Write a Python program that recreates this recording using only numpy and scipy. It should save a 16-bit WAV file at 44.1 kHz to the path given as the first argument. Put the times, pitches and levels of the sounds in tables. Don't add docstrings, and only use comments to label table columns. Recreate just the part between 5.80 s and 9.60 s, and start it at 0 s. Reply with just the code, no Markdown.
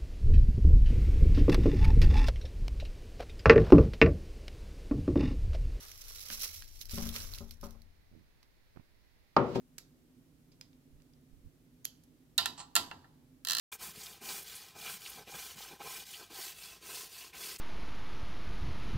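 import sys
import numpy as np
from scipy import signal
from scipy.fft import rfft, irfft, next_fast_len
from scipy.io import wavfile

SR = 44100
rng = np.random.default_rng(int(sys.argv[2]) if len(sys.argv) > 2 else 0)


def wrap_up_sound(samples):
    columns = np.atleast_2d(samples).T
    tamed = np.clip(columns, -1, 1)
    steps = np.round(tamed * 32767).astype(np.int16)
    wavfile.write(sys.argv[1], SR, steps)


N = 167580

# (time [s], level [dB])
SCRAPE_EFFORT = [(0, -52), (.06, -51), (.19, -57), (.29, -50.5), (.48, -47.5), (.533, -39), (.567, -45),
                 (.62, -40), (.634, -35), (.695, -47.5), (.755, -46.5), (.86, -57.5), (.998, -59),
                 (1.015, -44), (1.04, -58.5), (1.085, -58), (1.11, -45), (1.26, -44.5), (1.32, -52.5),
                 (1.355, -41), (1.51, -53.5), (1.56, -50), (1.67, -68), (1.74, -62.5), (1.79, -82),
                 (1.845, -50.5), (1.89, -68), (2.15, -100)]
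# (time [s], level [dB])
CRUNCH_SHARE = [(0, -10), (.95, -23), (1.25, -9.5), (1.5, -12)]
# (frequency [Hz], level [dB])
FINE_COLOUR = [(800, -39), (2200, -6), (3600, -5), (5700, 1.5), (7400, -7.5), (9400, -11.5), (10900, -2),
               (16000, -8)]
CRUNCH_COLOUR = [(100, -33), (450, 3), (900, -3), (1400, 3.5), (1750, -2.5), (4000, -5.5), (8000, -33)]
# (time [s], level [dB])
RUMBLE_LEVEL = [(0, -55), (1.05, -49.5), (1.3, -38), (1.72, -44.5), (1.78, -49), (1.87, -42), (2.25, -62.5),
                (3.5, -80.5), (3.8, -71)]
# (frequency [Hz], level [dB])
MIC_COLOUR = [(8, -19), (22, 2.5), (55, -17), (80, -9), (110, -23), (2000, -64.5)]
HISS_COLOUR = [(40, 4), (220, -9.5), (1300, -21.5), (2000, -16), (3100, -23.5), (4200, -20.5),
               (8000, -33.5), (11000, -29.5)]
# (time [s], level [dB], pitch [Hz], treble tilt [dB per octave])
FLAKE_SNAPS = [(0.116, -38, 5800, -4), (.217, -41.5, 5770, 1.5), (0.5016, -31, 1500, -10),
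               (.69, -39.5, 2240, -4), (0.822, -39, 1697, -6.5), (1.013, -34.5, 4000, -0.5),
               (1.055, -38.5, 5100, 6), (1.095, -38.5, 4600, -6), (1.163, -35, 11300, 17),
               (1.1835, -35.5, 4500, -7.5), (1.29, -28, 3430, 5), (1.362, -28.5, 2640, -6.5),
               (1.537, -29.5, 4150, 23), (1.548, -42, 4140, -4), (1.585, -39, 4540, -3.5),
               (1.7091, -39, 4140, -0.5), (1.8117, -45, 5300, 3.5), (1.9078, -47.5, 6050, 1),
               (2.019, -53, 4370, 3.5), (2.629, -52.5, 970, -7)]
# (time [s], level [dB], treble cut-off [Hz])
TABLE_BUMPS = [(0.501, -56.5, 920), (1.134, -37.5, 224), (1.179, -38.5, 704), (1.222, -40, 230),
               (1.262, -38, 230), (1.607, -46.5, 674), (1.83, -44.5, 1200), (1.853, -50.5, 910),
               (1.949, -59, 816)]
# (frequency [Hz], level [dB], time to fade 60 dB [s])
TABLE_MODES = [(82, -3.5, 0.25), (183.6, -6, 0.28), (229.1, -1.5, 0.43), (398.5, -6.5, 0.22),
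               (568, -2.5, 0.14), (761, -14.5, 0.16), (1044, -0.5, 0.071), (1237, -1.5, .13)]
# (frequency [Hz], level [dB])
THUD_COLOUR = [(40, 1), (140, -9.5), (600, -17.5), (1300, -11), (3000, -43)]
# (frequency [Hz], left minus right [dB])
TABLE_BALANCE = [(200, 8.5), (900, 1), (4500, -13)]
# (time [s], level [dB], length [s])
FINGER_RUBS = [(2.31, -46.5, 0.062), (2.9574, -42.5, 0.0054), (2.9678, -36, 0.0062), (2.992, -45, 0.0099)]
# (frequency [Hz], level [dB])
SKIN_COLOUR = [(260, 4), (500, -10), (2300, -23.5), (6000, -42)]
# (time [s], level [dB], treble cut-off [Hz])
WOOD_KNOCKS = [(3.565, -17.5, 4330), (3.7543, -19.5, 430)]
# (frequency [Hz], level [dB], time to fade 60 dB [s])
WOOD_MODES = [(131.2, -19.5, 0.95), (182.6, -15.5, 0.28), (234.7, -15.5, 0.39), (381.5, -7.5, 0.41),
              (487.3, -16.5, 0.73), (565, -17, 0.65), (766, -7.5, 0.16), (929, -8, 0.18), (1055, -10, 0.19),
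              (1228, -11, 0.24), (1360, -16.5, 0.25)]
# (frequency [Hz], level [dB])
BLOW_COLOUR = [(50, -40), (850, 1), (1300, -1.5), (1600, -18.5), (3500, -24.5), (4900, -20), (12000, -76)]
ECHO_COLOUR = [(40, -34), (110, -5), (1220, -5), (1600, -17), (12000, -56)]
# (time [s], level [dB])
SLIDE_LEVEL = [(3.55, -100), (3.58, -63.5), (3.745, -54.5), (3.757, -41.5), (3.785, -53.5)]
# (frequency [Hz], level [dB])
SLIDING_COLOUR = [(1200, 4.5), (4800, -1), (10000, -19)]

RUSTLE_PAN_DB = -5.5
ALIKE_HZ = 740


def undb(db):
    return 10 ** (np.asarray(db) / 20)


def unit(x):
    return x / np.sqrt(np.mean(x ** 2, axis=-1, keepdims=True))


def curve(rows):
    return undb(np.interp(np.arange(N) / SR, *np.array(rows).T))


def db_at(rows, hz):
    f, db = np.array(rows).T
    return np.interp(np.log(hz + 1e-9), np.log(f), db)


def pan(db):
    return undb(np.array([[db], [-db]]) / 2)


def tint(x, gain):
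    size = next_fast_len(x.shape[-1])
    spectrum = rfft(x, size) * gain(np.arange(size // 2 + 1) * SR / size)
    return unit(irfft(spectrum, size)[..., :x.shape[-1]])


def noise(colour, size=N):
    return tint(rng.standard_normal((2, size)), lambda f: undb(db_at(colour, f)))


def diffuse(colour, size):
    f = np.fft.rfftfreq(size, 1 / SR)
    phase = 2 * np.pi * rng.random(len(f))
    apart = rng.standard_normal(len(f)) * np.minimum(f / ALIKE_HZ, 2) / 2
    side = np.array([[1], [-1]])
    gain = undb(db_at(colour, f) + side * db_at(TABLE_BALANCE, f) / 2)
    x = irfft(gain * np.exp(1j * (phase + side * apart)), size)
    return x / x.std()


def fade(t, t60):
    return np.exp(-np.log(1000) * t / t60)


def ring(modes, t):
    out = 0
    for (hz, db, t60), (detune, apart) in zip(modes, rng.standard_normal((len(modes), 2))):
        lag = np.array([[0], [apart * hz / ALIKE_HZ]])
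        tone = np.sin(2 * np.pi * hz * (1 + 0.0025 * detune) * t + lag)
        out = out + undb(db) * pan(db_at(TABLE_BALANCE, hz)) * fade(t, t60) * tone
    return out


def soften(x, hz):
    return signal.sosfilt(signal.butter(2, min(hz, SR / 3), fs=SR, output="sos"), x)


def add(out, start, x):
    i = int(start * SR)
    out[:, i:i + x.shape[1]] += x[:, :N - i]


def fractures(colour, spots=6, clicks_per_s=4500, spread_db=3.5, cluster_db=2.5, clusters_per_s=220):
    t = np.arange(SR // 50) / SR
    swings = cluster_db * rng.standard_normal(4096)
    clusters = undb(np.interp(np.arange(N) / SR * clusters_per_s, np.arange(len(swings)), swings))
    decay = np.exp(-t / 0.00065) + undb(-13.5) * np.exp(-t / 0.01)
    out = 0
    for _ in range(spots):
        breaks = rng.random(N) < clicks_per_s / spots / SR
        sizes = undb(spread_db * np.minimum(rng.exponential(size=N), 5))
        clicks = breaks * sizes * rng.choice([-1, 1], N) * clusters
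        scatter = rng.standard_normal((2, len(t))) * decay
        out = out + signal.oaconvolve(clicks[None], scatter, axes=1)[:, :N]
    return tint(out, lambda f: undb(db_at(colour, f)))


def chips(per_s=200, pitch_hz=4910, spread_octaves=0.268, spread_db=3.5, ring_s=0.0029):
    out, t = np.zeros((2, N)), np.arange(SR // 50) / SR
    for when, size, lower, higher, left, right in rng.random((int(per_s * N / SR), 6)):
        hz = pitch_hz * 2 ** (2 * spread_octaves * (higher - lower))
        tone = np.sin(2 * np.pi * (hz * t + np.array([[left], [right]]))) * np.exp(-t / ring_s)
        add(out, when * N / SR, tone * undb(-spread_db * np.log(size + 0.0069)))
    return unit(out)


def rustle():
    fine = pan(RUSTLE_PAN_DB) * (fractures(FINE_COLOUR) + undb(-11.5) * chips())
    crunch = curve(CRUNCH_SHARE) * pan(4.5) * fractures(CRUNCH_COLOUR)
    return curve(SCRAPE_EFFORT) * (fine + crunch)


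def rumble():
    left, separate = noise(MIC_COLOUR)
    right = undb(-14) * left + undb(-22.5) * separate
    return curve(RUMBLE_LEVEL) * np.array([left, right])


def background():
    return undb(-66) * pan(-4) * noise(HISS_COLOUR)


def snaps(crack_s=0.0012, tail_s=0.015, width_octaves=0.058):
    out, t = np.zeros((2, N)), np.arange(SR // 10) / SR
    shape = (1 - np.exp(-t / 0.00027)) * (np.exp(-t / crack_s) + undb(-18) * np.exp(-t / tail_s))
    for start, db, hz, tilt_db in FLAKE_SNAPS:
        white = rng.standard_normal((2, 2, len(t)))
        crack = tint(white[0], lambda f: undb(db_at(FINE_COLOUR, f) + tilt_db * np.log2(f / hz + 0.24)))
        ringing = tint(white[1], lambda f: 1 / (1 + (np.log2(f / hz + 1e-6) / width_octaves / 2) ** 2))
        add(out, start, undb(db) * shape * (crack + undb(-4) * ringing))
    return out * pan(-7.5)


def bumps():
    out, t = np.zeros((2, N)), np.arange(SR * 2 // 3) / SR
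    for start, db, hz in TABLE_BUMPS:
        ringing = ring(TABLE_MODES, t)
        thud = undb(1) * diffuse(THUD_COLOUR, len(t)) * fade(t, t60=0.29)
        add(out, start, undb(db) * soften(ringing + thud, hz))
    return out


def fingers(slip_hz=84, cutoff_cycles=25):
    out, t = np.zeros((2, N)), np.arange(SR // 4) / SR
    slips = np.sin(np.pi * slip_hz * t) ** 2
    for start, db, length in FINGER_RUBS:
        swell = 2 * t / length * np.exp(1 - 2 * t / length)
        rub = noise(SKIN_COLOUR, len(t)) * slips * swell
        add(out, start, undb(db) * soften(rub, cutoff_cycles / length))
    return out * undb([[-20], [0]])


def knocks(flat_after_s=0.00267, bass_hz=520):
    out, t = np.zeros((2, N)), np.arange(SR * 2 // 3) / SR
    build_up = 1 - np.exp(-t / 0.0029)
    for start, db, hz in WOOD_KNOCKS:
        edge, flat = (diffuse(BLOW_COLOUR, len(t)) * fade(t, t60=0.036) for _ in range(2))
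        room = diffuse(ECHO_COLOUR, len(t))
        bass = signal.sosfiltfilt(signal.butter(2, bass_hz, fs=SR, output="sos"), room)
        echo = bass * fade(t, t60=0.76) + (room - bass) * fade(t, t60=0.33)
        tail = build_up * (undb(-6) * echo + ring(WOOD_MODES, t))
        add(out, start, undb(db) * soften(edge + tail, hz))
        add(out, start + flat_after_s, undb(db + 3) * soften(flat, hz / 2))
    return out


def slide():
    out, t = np.zeros((2, N)), np.arange(SR * 2 // 3) / SR
    tick = noise(SLIDING_COLOUR, len(t)) * fade(t, t60=0.01) * pan(RUSTLE_PAN_DB)
    add(out, WOOD_KNOCKS[0][0], undb(-40.5) * tick)
    return out + curve(SLIDE_LEVEL) * noise(SLIDING_COLOUR) * pan(-3)


def scene():
    return rustle() + snaps() + bumps() + knocks() + slide() + rumble() + fingers() + background()


def record(dry):
    return signal.sosfilt(signal.ellip(10, .2, 80, 15750, fs=SR, output="sos"), dry)


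dry = scene()
out = record(dry)
wrap_up_sound(out)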